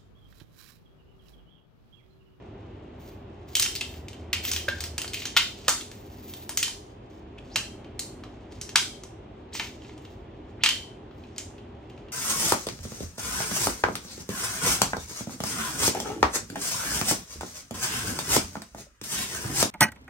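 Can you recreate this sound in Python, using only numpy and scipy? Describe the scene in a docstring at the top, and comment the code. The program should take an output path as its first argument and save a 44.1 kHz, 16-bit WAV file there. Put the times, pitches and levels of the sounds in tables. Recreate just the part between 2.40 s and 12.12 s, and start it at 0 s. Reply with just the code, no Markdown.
"""A small storeroom with a wooden floor: a bundle of shock-corded aluminium poles is unfolded before a phone.
Tubes clatter together as bursts of ticking noise, and each contact makes the metal ring as dying tones.
Tubes slide home with a rising whistle of narrow noise; hands and cord rub along them as grainy hiss.
The room answers with a short tail of fading noise, over a low building rumble and a far hum."""
import sys
import numpy as np
from scipy import signal
from scipy.fft import rfft, irfft
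from scipy.io import wavfile
from scipy.ndimage import uniform_filter1d

SR = 44100
rng = np.random.default_rng(int(sys.argv[2]) if len(sys.argv) > 2 else 0)


def generate_wav(signal):
    """Clip the signal to [-1, 1] and save it as 16-bit WAV at the path in sys.argv[1]."""
    frames = np.transpose(np.atleast_2d(signal))
    scaled = np.clip(frames, -1, 1) * 32767
    pcm = np.round(scaled).astype(np.int16)
    wavfile.write(sys.argv[1], SR, pcm)


N = 428652  # length of the scene [samples]
LEAD = 128  # room left ahead of the first touch in each contact [samples]


def undb(db):
    """Turn decibels into an amplitude factor."""
    return 10 ** (np.asarray(db) / 20)


def level(x, db):
    """Scale a sound to an average (RMS) level in dB."""
    return x * undb(db) / np.sqrt(np.mean(x ** 2))


def gain(table, size):
    """Gain of (pitch [Hz], level [dB]) points at each frequency step of a transform of this size."""
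    hz, db = np.transpose(table)
    f = np.arange(size // 2 + 1) * SR / size + 1
    return undb(np.interp(np.log(f), np.log(hz), db))


def colour(x, table):
    """Filter a sound to the gains of a table; folding the cepstrum keeps the filter from sounding early."""
    size = 8192
    cepstrum = irfft(np.log(gain(table, size)))
    cepstrum[1:size // 2] *= 2
    cepstrum[size // 2 + 1:] = 0
    response = irfft(np.exp(rfft(cepstrum)))
    return signal.oaconvolve(x, response)[:len(x)]


def band(x, lo_hz, hi_hz):
    """Keep only the pitches between two limits (Butterworth band-pass)."""
    limits = [lo_hz, min(hi_hz, .45 * SR)]
    return signal.sosfilt(signal.butter(2, limits, "band", fs=SR, output="sos"), x)


def walk(rate):
    """Random wandering values: a new one every 1 / rate seconds, joined by straight slopes."""
    hold = int(SR / rate)
    steps = np.repeat(rng.standard_normal(N // hold + 1), hold)
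    return uniform_filter1d(steps, hold)[:N]


def add(track, s, x):
    """Mix x into track from time s in seconds."""
    i = int(s * SR)
    track[i:i + len(x)] += x[:N - i]


def hum():
    """A far low hum swells and fades: one sine whose pitch and level glide."""
    # path of the hum: (time [s], pitch [Hz], level [dB])
    hum_path = [(1.42, 76.6, -56), (1.55, 78.6, -43.5), (1.75, 77.7, -52), (1.9, 79.55, -43.5),
                (2.55, 78.1, -41), (2.72, 79, -57)]
    s, hz, db = np.transpose(hum_path)
    t = np.arange(N) / SR
    fade = np.clip(np.minimum(t - s[0], s[-1] - t) / 0.065, 0, 1)
    wave = np.sqrt(2) * np.sin(2 * np.pi * np.cumsum(np.interp(t, s, hz)) / SR)
    return wave * undb(np.interp(t, s, db)) * fade


def rumble():
    """Building noise that wavers gently and gathers at room resonances; returns microphone sum and difference."""
    # colour of the rumble in the sum of the two microphones: (pitch [Hz], relative level [dB per Hz])
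    sum_colour = [(15, -48.5), (25, -26), (43, -8), (70, -2.5), (97, -0.5), (175, -12), (200, -10),
                  (309, -9.5), (384, -6), (416, -14), (734, -17), (1330, -28.5), (2690, -32), (3520, -37),
                  (16000, -93)]
    # the same in their difference: (pitch [Hz], relative level [dB per Hz])
    difference_colour = [(15, -43.5), (25, -14), (53, -8.5), (236, -13), (317, -3), (439, -5), (476, -3),
                         (863, -4), (2000, -24), (3250, -18.5), (3920, -27), (16000, -63)]
    # room resonances where the rumble gathers: (pitch [Hz], width [Hz], relative level [dB])
    resonances = [(50.7, 13, 0), (101.9, 62, -0.5), (209.1, 12, -3), (250.2, 4.5, -0.5), (309.7, 25, 0.5),
                  (356.6, 47, -7), (410.5, 20, -1)]
    mid = level(colour(rng.standard_normal(N), sum_colour), -45.5) * undb(1.2 * walk(1.2))
    gathered = np.zeros(N)
    for hz, width, db in resonances:
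        noise = band(rng.standard_normal(N), hz - width / 2, hz + width / 2)
        gathered += level(noise, db)
    mid += level(gathered, -50)
    side = level(colour(rng.standard_normal(N), difference_colour), -55)
    return mid + hum(), side


def room(x):
    """Echoes blurred into a tail: octave bands of noise, each dying at its own rate."""
    # how long echoes take to fall by 60 dB: (pitch [Hz], time [s])
    fade_times = [(500, 0.22), (2000, 0.32), (6000, 0.43), (14000, 0.34)]
    table_hz, table_t60 = np.transpose(fade_times)
    t = np.arange(int(.6 * SR)) / SR
    tail = np.zeros(len(t))
    for hz in 250 * 2. ** np.arange(7):
        t60 = np.interp(np.log(hz), np.log(table_hz), table_t60)
        noise = band(rng.standard_normal(len(t)), hz / np.sqrt(2), hz * np.sqrt(2))
        tail += noise * np.exp(-np.log(1000) * t / t60)
    tail *= 1 - np.exp(-(t / 0.0023) ** 2)  # the first echoes need a few ms to arrive
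    return signal.oaconvolve(x, tail / np.sqrt(np.sum(tail ** 2)))[:N]


def rub():
    """Stick-slip hiss of hands and cord: noise of uneven grain; each stroke rises, holds and falls."""
    # strokes along the tubes: (start [s], hold [s], level [dB], dry-skin hiss relative to it [dB])
    strokes = [(.6, 0.1, -64.5, 12.5), (1.087, 0.092, -60, 10), (1.198, 0.13, -52, 0.5),
               (1.45, 0.13, -63, 11), (1.72, 0.067, -63.5, -2.5), (2.04, 0.12, -42.5, 10),
               (2.2, 0.25, -55.5, 0.5), (2.742, 0.076, -46.5, 4), (2.95, 0.48, -58, 1),
               (3.52, 0.28, -67.5, 12.5), (3.83, 0.22, -60, 16.5), (4.2, 0.32, -71.5, -1.5),
               (4.7, 0.059, -70.5, 3.5), (5.05, .15, -67.5, -4), (5.902, 0.11, -73, -10),
               (6.113, .18, -64.5, -4.5), (7.144, 0.09, -44.5, 0), (7.25, 0.28, -68, -7),
               (7.62, 0.11, -68.5, 5), (8.721, 0.089, -76, 8), (8.8, 0.14, -73, -12),
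               (9.5, 0.096, -72.5, -10.5)]
    # tone of the main hiss: (pitch [Hz], relative level [dB])
    hiss_colour = [(500, -38), (2000, 3.5), (4000, 2.5), (7000, -0.5), (10000, -13.5), (13000, -6.5),
                   (17000, -27.5)]
    rise_db_per_s, fall_db_per_s = 1200, 200
    grip_db, grip_skin_db = -81, -3.5  # the holding hand rubs faintly all along
    grain = rng.standard_normal(N) * undb(3 * walk(40) + 3 * walk(600))
    t = np.arange(0, N + 64, 64) / SR  # a coarse time grid is enough for the strokes
    start, hold, db, skin_db = np.transpose(strokes)[:, :, None]
    rise = rise_db_per_s * np.maximum(start - t, 0)
    fall = fall_db_per_s * np.maximum(t - start - hold, 0)
    power = undb(db - rise - fall) ** 2
    skin_power = power * undb(skin_db) ** 2
    broad_curve = np.sqrt(power.sum(axis=0) + undb(grip_db) ** 2)
    skin_curve = np.sqrt(skin_power.sum(axis=0) + undb(grip_db + grip_skin_db) ** 2)
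    every_sample = np.arange(N) / SR
    broad = np.interp(every_sample, t, broad_curve) * level(colour(grain, hiss_colour), 0)
    skin_hiss = band(band(grain, 12800, 15800), 12800, 15800)
    return broad + np.interp(every_sample, t, skin_curve) * level(skin_hiss, 2.3)


def slides():
    """A tube slides home: a narrow band of scrape noise climbs as the trapped air pocket shrinks."""
    # slides: (start [s], end [s], start pitch [Hz], end pitch [Hz], level before the swell [dB])
    slide_list = [(2.937, 2.966, 1490, 4030, -47), (3.252, 3.285, 1550, 3550, -54),
                  (4.973, 4.992, 2170, 3064, -47.5), (5.09, 5.155, 3050, 6460, -53),
                  (7.121, 7.14, 1080, 9860, -42.5), (8.181, 8.234, 1010, 4580, -47)]
    out = np.zeros(N)
    for start, end, from_hz, to_hz, db in slide_list:
        u = np.linspace(0, 1, int((end - start) * SR))  # progress of the slide
        carrier = np.sin(2 * np.pi * np.cumsum(from_hz * (to_hz / from_hz) ** u) / SR)
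        scrape = band(rng.standard_normal(4096), 30, 550)[:len(u)]
        swell = u * np.minimum(1, (1 - u) * 12)
        add(out, start, level(carrier * scrape, db) * swell)
    return out


def ring(modes, chance, scatter_db, detune):
    """Dying tones of a struck body; each blow lands elsewhere and wakes them unevenly."""
    hz, db, t60 = np.transpose(modes)[:, :, None]
    t = np.arange(int(.3 * SR)) / SR
    tones = np.sin(2 * np.pi * hz * (1 + detune * chance[1][:, None]) * t)
    waves = tones * np.exp(-np.log(1000) * t / t60)
    return np.sum(undb(db + scatter_db * chance[0][:, None]) * waves, axis=0)


def cracks(hz, body_db, edge_db):
    """Noise of each contact: the chatter heard directly, and one smooth blow of like energy sent all around."""
    size = 4096
    # a higher contact pitch means a shorter touch
    touch_ms = 2.33 * (3000 / hz) ** 0.32
    rattle_db, rattle_ms = -17, 33  # the loose bundle chatters on after each contact
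    t = np.arange(size - 2 * LEAD) / SR
    touch = np.exp(-(t * 1000 / np.maximum(touch_ms, .3)[:, None]) ** 1.1)
    shape = touch + undb(rattle_db) * np.exp(-t * 1000 / rattle_ms)
    noise, spikes = rng.standard_normal((len(hz), 2, len(t))).transpose(1, 0, 2)
    onset = 1 - np.exp(-t / 0.00027)
    chatter = noise * undb(4 * spikes) * shape * onset  # metal on metal touches in separate ticks
    spectrum = rfft(chatter, size)
    # a short blow excites all pitches evenly
    spectrum /= np.sqrt(uniform_filter1d(np.abs(spectrum) ** 2, size=90, axis=1))

    # tilt by the body and edge of the blow, with a hump at the contact pitch
    f = np.arange(size // 2 + 1) * SR / size + 1
    low = np.clip(0.77 * np.log2(2100 / f), 0, 1)
    high = np.clip(0.77 * np.log2(f / 3500), 0, 1)
    db = np.outer(body_db + 14.5, low) + np.outer(edge_db + 4, high)
    db += 7 * np.exp(-(np.log2(f / hz[:, None]) / 0.2) ** 2)
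    db -= 9 * np.maximum(np.log2(900 / f), 0)  # thin tubes give no bass
    db -= 3 * np.maximum(np.log2(f / 7000), 0)
    energy = np.sqrt(np.sum(shape ** 2, axis=1))[:, None]
    delay = np.exp(-2j * np.pi * f * LEAD / SR)
    strength = undb(db) * energy * delay
    return irfft(strength * spectrum), irfft(strength)


def clacks():
    """Each contact cracks, bends the tube and rings its wall; returns direct sound and what the room gets."""
    # tube against tube or socket: (time [s], relative level [dB], contact pitch [Hz],
    # relative body under 1.5 kHz [dB], relative edge over 5 kHz [dB])
    contacts = [(1.1527, -8.5, 3300, -68, -5), (1.167, -20, 6300, -14, 0), (1.197, -11, 3950, -24, 0),
                (1.2232, -12, 5460, -46, -1), (1.2286, -11.5, 6650, -23, -14), (1.252, -16, 5830, -25, -27),
                (1.2608, -15.5, 2670, -21, -34), (1.3526, -20.5, 4240, -41, -7.5),
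                (1.3603, -21, 4940, -33, -9), (1.4096, -14, 2700, -50, -12), (1.4126, -22, 3320, -12, -13),
                (1.5394, -35, 2820, -25, -18), (1.6833, -27.5, 2470, -55, -11.5),
                (1.731, -33, 3010, -26, -17), (1.93, -6.5, 2450, -27, -15.5),
                (2.0512, -18.5, 3200, -21, -12), (2.115, -14, 5800, -20.5, -3.5),
                (2.134, -15, 5840, -40, -12), (2.1624, -13.5, 3100, -25, -14.5),
                (2.285, -12, 1663, -16.5, -22), (2.4053, -20.5, 4200, -19, -3.5),
                (2.4386, -20.5, 5220, -20, -8), (2.58, -16.5, 2620, -15.5, -3),
                (2.6166, -20.5, 2880, -26, -4), (2.6443, -24, 1600, -6.5, -29),
                (2.6782, -24.5, 4610, -35, -8), (2.734, -20, 3110, -35, -9), (2.742, -17.5, 2600, -35, -12),
                (2.772, -25, 2550, -47, -28), (2.82, -20.5, 2360, -32, -31),
                (2.854, -13.5, 6300, -19, -14.5), (2.8687, -30, 6500, -29.5, -3),
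                (2.9655, 0, 1364, -19, -22), (2.9718, 0.5, 3180, -35, -17),
                (3.2813, -4.5, 1353, -6.5, -7.5), (3.2916, -14, 6350, -4, 3.5),
                (3.4096, -25.5, 3500, -27, -10), (3.5142, -32, 1830, -27, -8.5),
                (3.9367, -29, 3500, -16, -7.5), (4.0928, -20.5, 9300, -8.5, -5.5),
                (4.173, -11, 6530, -22, -4), (4.2285, -8.5, 2850, -31, -6), (4.2801, -23, 4340, -8.5, -5),
                (4.9835, -41.5, 2830, -16.5, -13.5), (5.1585, -7, 2660, -15, -10),
                (5.445, -38, 2580, -16, -25), (5.593, -21, 4180, -26, 3), (5.8366, -31, 1230, -7.5, -21),
                (6.1214, -38.5, 2110, -23, -9.5), (6.2127, -24.5, 5940, -21, -0.5),
                (6.2915, -25, 6120, -19, -11.5), (6.3573, 2, 1500, -19, -11),
                (6.6356, -32.5, 6230, -6, -4.5), (7.151, -24.5, 2250, -6, -7.5),
                (7.197, -11.5, 2220, -13, -24), (7.4193, -37.5, 2980, -22, -28),
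                (7.447, -37, 2330, -27, -30), (7.4938, -35, 2110, -11, -33), (7.5778, -42, 2950, -11, -6.5),
                (7.6505, -34.5, 3170, -14, -20), (8.2361, -1.5, 2650, -21.5, -11.5),
                (8.2603, -2.5, 3150, -21, -16.5), (8.2894, -7.5, 2900, -25, -12),
                (8.7098, -43, 1205, -4, -34), (8.837, -38, 2510, -25, -30), (8.962, -36, 5000, -30, -14),
                (8.981, -20, 7000, -31, -4.5), (9.181, -38, 2770, -19, -24.5),
                (9.499, -40.5, 2910, -21, -20.5), (9.5771, -40, 2510, -14.5, -22),
                (9.685, -40, 2900, -12, -28.5)]
    # bending tones of a tube: (pitch [Hz], relative level [dB], time to fall 60 dB [s])
    bending = [(1530, -12.5, 0.078), (2260, -5.5, 0.075), (2770, -5.5, .06), (3120, -13, 0.42),
               (3146, -7, 0.31), (3040, -16.5, 0.22), (3670, -21, .1), (4100, -12, 0.13),
               (4520, -11.5, 0.11), (5740, -13.5, 0.028), (6250, -10, 0.07), (6560, -8, 0.06)]
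    # hubs and hands jolt dully: (pitch [Hz], relative level [dB], time to fall 60 dB [s])
    thump = [(229, -16, .07), (598, -18, 0.052)]
    # odd partials of the air in a tube: (pitch [Hz], relative level [dB], time to fall 60 dB [s])
    air_column = [(561, 0.87, 0.11), (1590, 6.9, 0.076)]
    bending_db, bending_db_per_octave = -24.5, -7  # tones far from the contact pitch wake less
    loose_until_s, seated_wall_db = 4.4, -9  # once most tubes sit in their sockets the wall ring is damped
    direct, spread, rings = np.zeros((3, N))
    s, db, hz, body_db, edge_db = np.transpose(contacts)
    chance = rng.standard_normal((len(s), 3, len(bending)))
    # the round wall breathes near 14 kHz; the pitch depends on the tube
    wall_hz = 14340 * (1 + 0.026 * np.tanh(chance[:, 2, 0]))
    wall_db = -12.5 + 0.46 * edge_db + seated_wall_db * (s > loose_until_s)  # sharp edges ring it more
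    chatter, blow = cracks(hz, body_db, edge_db)
    for k in range(len(s)):
        add(direct, s[k] - LEAD / SR, undb(db[k] - 5) * chatter[k])
        add(spread, s[k] - LEAD / SR, undb(db[k] - 4.5) * blow[k])
        woken = []
        for f, d, t60 in bending:
            octaves_away = abs(np.log2(f / hz[k]))
            woken.append((f, d + bending_db_per_octave * octaves_away, t60))
        add(rings, s[k], undb(db[k] + bending_db) * ring(woken, chance[k], scatter_db=3.5, detune=.009))
        jolt = ring(thump, chance[k, :, :len(thump)], scatter_db=2, detune=.05)
        add(direct, s[k], undb(db[k] + body_db[k]) * jolt)
        wall = [(wall_hz[k], wall_db[k], .06)] * 4  # four copies, detuned into a cluster
        breathing = ring(wall, chance[k, :, :len(wall)], scatter_db=6.9, detune=0.0091)
        add(rings, s[k], undb(db[k]) * breathing)
    # one tube end is knocked open and its air column sounds
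    pop = ring(air_column, chance[0, :, :len(air_column)], scatter_db=0, detune=0)
    add(rings, 2.283, undb(-25) * pop)
    return direct + rings, spread + undb(-3) * direct + undb(3.0) * rings


def scene():
    """Mix near sound, echoes and rumble as sum and difference of two microphone ports, then as left and right."""
    # the ports lie a few cm apart, so treble cancels in their sum: (pitch [Hz], gain [dB])
    port_sum = [(300, -5.5), (1200, 1), (6500, 3.5), (9300, 0.5), (10300, -15), (12500, -21.5),
                (14500, -14.5), (16500, -25.5)]
    # treble stays in their difference: (pitch [Hz], gain [dB])
    port_difference = [(300, -15.5), (800, -3.5), (1800, -9.5), (3200, -0.5), (4800, 0.5), (6000, -0.5),
                       (12000, 3), (15500, -11)]
    room_db, room_side_db, near_side_db = -7.5, -5, -3
    left_db = -0.13  # left relative to right
    floor_mid, floor_side = rumble()
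    soft = slides() + rub()
    direct, spread = clacks()
    direct, spread = direct + soft, spread + soft
    near = colour(direct, port_sum)
    # the echoes in the microphone sum are dark above about 10 kHz
    dark_filter = signal.butter(8, 9900, fs=SR, output="sos")
    echoes = signal.sosfilt(dark_filter, colour(room(spread), port_sum))
    # a lag between the ports puts their difference a quarter turn from their sum
    sum_to_difference = 1j * gain(port_difference, N) / gain(port_sum, N)
    near_side = irfft(rfft(near) * sum_to_difference, N)
    echoes_side = colour(room(spread), port_difference)
    mid = near + undb(room_db) * echoes + floor_mid
    side = undb(near_side_db) * near_side + undb(room_side_db) * echoes_side + floor_side
    return np.array([(mid + side) * undb(left_db / 2), (mid - side) * undb(-left_db / 2)])


def record(dry):
    """The phone drops the deepest bass, rounds the loudest peaks and cuts the top."""
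    bass_cut = signal.butter(2, 38, "high", fs=SR, output="sos")
    top_cut = signal.ellip(12, .2, 100, 16600, fs=SR, output="sos")
    rounded = .95 * np.tanh(signal.sosfilt(bass_cut, dry) / .95)
    return signal.sosfilt(top_cut, rounded)


dry = scene()
out = record(dry)
generate_wav(out)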